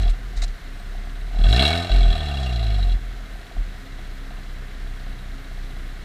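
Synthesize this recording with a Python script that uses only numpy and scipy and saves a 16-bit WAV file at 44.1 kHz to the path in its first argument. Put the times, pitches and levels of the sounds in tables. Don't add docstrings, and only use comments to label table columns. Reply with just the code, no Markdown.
import sys
import numpy as np
from scipy import signal
from scipy.fft import rfft, irfft, next_fast_len
from scipy.io import wavfile
from scipy.ndimage import uniform_filter1d

SR = 44100
rng = np.random.default_rng(int(sys.argv[2]) if len(sys.argv) > 2 else 0)


def gain_from_decibels(decibels):
    exponent = np.asarray(decibels, float) / 20
    return 10 ** exponent


def wrap_up_sound(samples):
    columns = np.atleast_2d(samples).T
    tamed = np.clip(columns, -1, 1)
    steps = np.round(tamed * 32767).astype(np.int16)
    wavfile.write(sys.argv[1], SR, steps)


N = 266584


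def rms_one(x):
    return x / np.sqrt(np.mean(x ** 2) + 1e-20)


def in_time(rows):
    s, *columns = np.transpose(rows)
    return [np.interp(np.arange(N) / SR, s, column) for column in columns]


def at_hz(points, hz):
    point_hz, point_db = np.array(points).T
    return np.interp(np.log(hz), np.log(point_hz), point_db)


def drift(rate_hz):
    r = np.exp(-80 * np.pi * rate_hz / SR)
    noise = rng.standard_normal(N // 40 + 2002)
    slow = signal.lfilter([1], [1, -2 * r, r * r], noise)[2000:]
    return np.interp(np.arange(N) / 40, np.arange(len(slow)), rms_one(slow))


def resonance(x, hz, width_hz):
    r = np.exp(-np.pi * width_hz / SR)
    zeros = np.array([1, 0, -1]) * (1 - r * r) / 2
    poles = [1, -2 * r * np.cos(2 * np.pi * hz / SR), r * r]
    return signal.lfilter(zeros, poles, x + 1e-18)


def coloured_noise(spectrum, patchy_db):
    size = next_fast_len(N)
    hz = np.maximum(np.fft.rfftfreq(size, 1 / SR), 1)
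    shaped = rfft(rng.standard_normal(size)) * gain_from_decibels(at_hz(spectrum, hz)) * (hz > 20)
    octave = np.floor(np.log2(hz / 30)).clip(0, 8)
    out = np.zeros(N)
    for k in range(9):
        out += irfft(shaped * (octave == k), size)[:N] * gain_from_decibels(patchy_db * drift(13.6))
    return rms_one(out)


def even(x, span_s):
    return x / np.sqrt(uniform_filter1d(x ** 2, int(span_s * SR)) + 1e-12)


def per_firing(turns, spread_db):
    count = turns.astype(int)
    stronger_db = 2.2 * (-1.) ** count
    return gain_from_decibels(spread_db * rng.standard_normal(400)[count] + stronger_db)


def gas_burst(turns, sharpness):
    phase = turns % 1
    return (1 - np.exp(-phase * 14)) * np.exp(-phase * sharpness)


def humming(hz, width_hz):
    return rms_one(resonance(resonance(rng.standard_normal(N), hz, width_hz), hz, width_hz))


# f/Hz, level/dB [dB per Hz]
BAY_RUSH = [(15, -45), (28, -3), (55, -11), (90, -11.5), (230, -25), (480, -26), (900, -31.5), (1500, -24),
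            (2100, -25), (2400, -32), (4200, -33.5), (4700, -38.5), (7000, -43.5), (15000, -50.5)]
# f/Hz, width/Hz, level/dB
CAVITIES = [(199.5, 24, -54.5), (266.4, 9, -55), (337, 43, -61), (412, 30, -62.5)]
# t/s, level/dB
WHISTLE_LEVEL = [(.7, -95), (.8, -69), (.9, -80), (1.1, -68), (1.3, -76), (1.4, -95)]


def machinery():
    rush = gain_from_decibels(-41.5) * coloured_noise(BAY_RUSH, patchy_db=0.5)
    hum = sum(gain_from_decibels(db) * humming(hz, width) for hz, width, db in CAVITIES)
    whistle_db, = in_time(WHISTLE_LEVEL)
    return rush + hum + gain_from_decibels(whistle_db) * humming(8300, 150)


# t/s, length/s, level/dB
SPIT_TIMES = [
    (0.013, 0.021, -42),
    (0.092, 0.024, -42),
    (0.359, 0.051, -44),
    (0.418, 0.016, -31),
    (0.434, 0.017, -35),
    (0.477, 0.012, -48),
]
# f/Hz, level/dB [dB per Hz]
SPIT_COLOUR = [(530, -51), (900, -19), (989, -15), (2150, -5.5), (3100, -15), (3880, 0), (4630, -10.5),
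               (8150, -13.5), (15000, -46)]


def spits():
    t, shape = np.arange(N) / SR, np.zeros(N)
    for s, length_s, db in SPIT_TIMES:
        age = np.clip(t - s, 0, 1) / length_s
        shape += gain_from_decibels(db + 4.0) * (1 - np.exp(-6 * age)) * np.exp(-1.5 * age ** 2)
    return shape * coloured_noise(SPIT_COLOUR, patchy_db=2.5)


def unevenness():
    miss_s, refire_s, miss_db = 1.895, 2.106, -9
    rise_s, fall_s, tail_s, tail_db = 0.013, 0.017, 0.12, -8
    loaded_s, loaded_span_s, loaded_db = 1.74, 0.089, -34
    t = np.arange(N) / SR
    after = np.maximum(t - refire_s, 0)
    rise = (1 - np.exp(-np.maximum(t - miss_s, 0) / rise_s)) ** 2
    fall = np.exp(-after / fall_s) + gain_from_decibels(tail_db) * np.exp(-after / tail_s)
    fall = fall / (1 + gain_from_decibels(tail_db))
    loaded = gain_from_decibels(loaded_db) * np.exp(-((t - loaded_s) / loaded_span_s) ** 2)
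    return gain_from_decibels(miss_db) * rise * fall + loaded


# multiple [of firing rate], level/dB
HALF_MULTIPLES = [(.5, -2), (1.5, -25.5), (2.5, -36.5), (4.5, -38)]


def misfire(turns):
    angle = 2 * np.pi * (turns - 1.52)
    tones = sum(gain_from_decibels(db) * np.cos(k * angle) for k, db in HALF_MULTIPLES)
    return np.sqrt(2) * unevenness() * tones


def strikes(events, gain_db):
    clicks = np.zeros(N)
    for s, db in events:
        clicks[round(s * SR)] = gain_from_decibels(db + gain_db)
    return clicks


# f/Hz, width/Hz, level/dB
SILENCER_MODES = [(685, 79, 4.5), (694.5, 74, 6), (728, 61, 1), (440, 19, -17), (1220, 123, -2),
                  (1514, 56, 0), (1796, 25, 3.5)]
# t/s, peak level/dB
ROUGH_FIRINGS = [(0.333, -37), (0.373, -39), (0.426, -31.5), (0.443, -34.5), (0.8, -43), (0.949, -35.5),
                 (1.07, -35), (1.311, -37), (1.345, -34), (1.37, -30), (3.204, -41), (3.355, -38),
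                 (3.408, -40), (3.46, -40), (3.512, -35.5), (3.566, -33.5), (3.742, -41), (3.989, -36),
                 (4.122, -44), (4.308, -35), (4.386, -39), (4.87, -41), (4.999, -39), (5.065, -37),
                 (5.323, -45), (5.513, -41), (5.576, -39), (5.702, -40), (5.765, -43), (5.959, -50)]
# t/s, peak level/dB
LATE_THUMPS = [
    (.1, -37),
    (0.363, -26),
    (0.417, -33),
    (1.34, -26),
    (1.394, -15.5),
    (2.95, -25),
    (3.569, -27),
    (4.383, -29.5),
]


def knock(turns, knock_db):
    fronts = np.diff(np.floor(turns), prepend=np.floor(turns[0]))
    swirl = 0.087 * rng.standard_normal(N) * gas_burst(turns, sharpness=0.7)
    drive = (fronts + swirl) * per_firing(turns, 2.7)
    rings = np.zeros(N)
    for hz, width, db in SILENCER_MODES:
        rings += gain_from_decibels(db) * resonance(resonance(drive, hz, width), hz, 1.44 * width)
    rough = resonance(resonance(strikes(ROUGH_FIRINGS, 42.5), 712, 86), 670, 220)
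    thud = resonance(resonance(strikes(LATE_THUMPS, 40.5), 100, 62), 114, 174)
    return gain_from_decibels(knock_db) * even(rings, 0.089) + rough + thud


# f/Hz, width/Hz, level/dB
TIP_MODES = [(1523, 110, -7.5), (1676, 94, -8), (2230, 69, -2), (2760, 160, -2), (3358, 140, 1.5),
             (3914, 100, 1.5), (4029, 283, -0.5), (4120, 400, -46), (5340, 450, -43)]
# f/Hz, level/dB [dB per Hz]
JET_HISS = [(900, -12), (1300, -2), (2300, 0), (4300, -2), (5000, -8), (5450, -4), (5900, -15), (8000, -11),
            (8600, -16), (9400, -16), (9800, -25), (11000, -18), (12300, -28), (15000, -29)]


def rasp(turns, rasp_db, jet_db, suction):
    burst = gas_burst(turns, sharpness=8.5 - 5.5 * suction) + .06 + .1 * suction
    shock = 2.1 * (1 - suction) * np.diff(np.floor(turns - .06), prepend=0)
    swirl = (rng.standard_normal(N) * burst + shock) * per_firing(turns, 1.3)
    rings = np.zeros(N)
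    for hz, width, db in TIP_MODES:
        favour_db = (1.0 + 2.0 * suction) * rng.standard_normal(400)[turns.astype(int)]
        unfired_db = -7 * suction * (hz < 2500)
        driven = swirl * gain_from_decibels(db + favour_db + unfired_db)
        rings += resonance(resonance(driven, hz, width), hz, width)
    jet = coloured_noise(JET_HISS, patchy_db=1.2) * (burst + 1.2) * per_firing(turns, 0.27)
    return gain_from_decibels(rasp_db) * even(rings, 0.11) + gain_from_decibels(jet_db + 6.0) * even(jet, 0.102)


# t/s, level/dB [over calm idle], half length/s
IDLE_LOPE = [(0.2, -12, 0.01), (0.384, 11, 0.018), (0.434, 13, 0.036), (0.5, 4.5, 0.021),
             (0.592, -16, 0.031), (0.712, -4, 0.096), (0.988, 2, 0.043), (1.24, 4, .035),
             (3.002, -3, 0.036), (3.08, 4, .05), (3.27, -11, 0.022), (3.485, -10, 0.077),
             (3.589, 12.5, 0.03), (3.625, 5.5, .04), (3.81, -4.5, 0.063), (3.88, -6, 0.048),
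             (4.175, -3, 0.044), (4.425, -5, 0.025), (4.63, 2, 0.033), (4.878, 3.5, 0.093),
             (4.99, -2.5, 0.024), (5.097, 3, 0.051), (5.183, -5, 0.027), (5.31, 1.5, .04),
             (5.45, -4, 0.033), (5.632, 4, 0.07), (5.78, 4.5, 0.056), (5.856, 0, 0.024),
             (6.013, -2.5, 0.043)]


def lope(push_db):
    t = np.arange(N) / SR
    steadied_db = 6
    shake_db = 1.1 * drift(25) * np.exp(-np.maximum(push_db, 0) / steadied_db)
    return shake_db + sum(db * np.exp(-((t - s) / span) ** 2) for s, db, span in IDLE_LOPE)


# f/Hz, level/dB
BOOM_FIRST = [(30, -28.5), (42, -28), (55, -31.5), (85, -39.5)]
# f/Hz, level/dB
BOOM_TWICE = [(62, -41.5), (76, -51.5), (88, -44), (105, -39.5), (160, -48.5), (190, -47.5)]
# f/Hz, level/dB
PIPE_COLOUR = [(95, -4), (125, 0), (165, -15), (195, -6), (230, -20), (265, -15), (320, -23.5),
               (360, -17.5), (420, -18.5), (520, -31), (650, -65)]


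def throb(turns, ports, rate, suction, push_db, upper_db):
    lope_db = lope(push_db)
    first_db = push_db + lope_db + at_hz(BOOM_FIRST, rate)
    second_db = push_db + 0.92 * lope_db + at_hz(BOOM_TWICE, 2 * rate)
    upper_db = upper_db + 0.44 * lope_db
    out = gain_from_decibels(first_db) * np.cos(2 * np.pi * turns)
    for k in range(2, 13):
        if k == 2:
            level_db = second_db
        else:
            level_db = upper_db + at_hz(PIPE_COLOUR, k * rate) + 1.15 * drift(4) + 2.26 * drift(32)
        out += gain_from_decibels(level_db) * np.cos(2 * np.pi * k * ports + np.pi * suction)
    return np.sqrt(2) * out


def follow(engine, peak_db, flow_share, push_share, per_octave_db, shut_db):
    rate, flow_db, push_db, suction = engine
    gas_db = flow_share * flow_db + push_share * push_db
    return peak_db + gas_db + per_octave_db * np.log2(rate / 60) + shut_db * suction


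# t/s, f/Hz [throbs per s]
ENGINE_SPEED = [(0.0, 50.94), (0.09, 35.96), (0.3, 42.0), (0.51, 32.91), (0.7, 31.98), (1.21, 34.75),
                (1.28, 38.94), (1.44, 37.48), (1.55, 58.83), (1.74, 84.71), (1.8, 86.33), (1.85, 93.82),
                (2.92, 41.0), (2.96, 41.79), (3.81, 34.32), (3.99, 30.83), (4.42, 31.86), (6.04, 31.03)]
# t/s, level/dB [against its peak]
TIP_FLOW = [(0, -24), (.08, -22), (.13, -35), (.18, -42), (1.28, -37.5), (1.33, -33.5), (1.45, -15),
            (1.55, -6), (1.63, 0), (1.78, -10.5), (1.88, -16.5), (1.93, -12.5), (2.09, -17.5), (2.13, -13),
            (2.18, -16.5), (2.75, -20.5), (2.93, -23.5), (2.97, -38)]
# t/s, level/dB [over calm idle]
SLUG_PUSH = [(0, 12), (.115, 15.5), (.16, -1), (1.3, -0.5), (1.345, 6), (1.42, 17), (1.47, 18.5),
             (1.76, 15), (1.88, 6.5), (2.0, 6.5), (2.115, 10.5), (2.96, 12.5), (3.0, -3)]
# t/s, lag [firings], suction [0-1]
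PIPE_COLUMN = [
    (0, .62, 0),
    (.13, .62, 0),
    (.25, .35, 0),
    (1.26, .35, 0),
    (1.36, .92, 0),
    (1.8, .92, 0),
    (1.92, 1.45, 1),
    (2.96, 1.45, 1),
    (3.05, 1.35, 0),
]


def scene():
    (rate,), (flow_db,), (push_db,) = in_time(ENGINE_SPEED), in_time(TIP_FLOW), in_time(SLUG_PUSH)
    lag, suction = in_time(PIPE_COLUMN)
    turns = 2.939 + np.cumsum(rate) / SR
    ports = turns - lag

    engine = rate, flow_db, push_db, suction
    knock_db = follow(engine, -30, flow_share=0.5457, push_share=0.2655, per_octave_db=5.5, shut_db=-1)
    rasp_db = follow(engine, -20, flow_share=1.0247, push_share=0.0519, per_octave_db=-0.1, shut_db=.1)
    jet_db = follow(engine, -37, flow_share=0.75, push_share=0.1157, per_octave_db=3, shut_db=-1)
    upper_db = follow(engine, -22, flow_share=0.57, push_share=0.2452, per_octave_db=7.5, shut_db=-3.0)

    mix = machinery() + spits() + misfire(turns)
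    mix += knock(ports + 0.105, knock_db)
    mix += rasp(ports + .25 - 0.14 * suction, rasp_db, jet_db, suction)
    mix += throb(turns, ports, rate, suction, push_db, upper_db)
    return mix[None]


def roll_off(x):
    return signal.sosfilt(signal.butter(12, 15180, fs=SR, output="sos"), x)


def record(dry):
    top_cut = signal.ellip(12, .5, 60, 15150, fs=SR, output="sos")
    mix = signal.sosfilt(top_cut, dry)
    return roll_off(mix)


dry = scene()
out = record(dry)
wrap_up_sound(out)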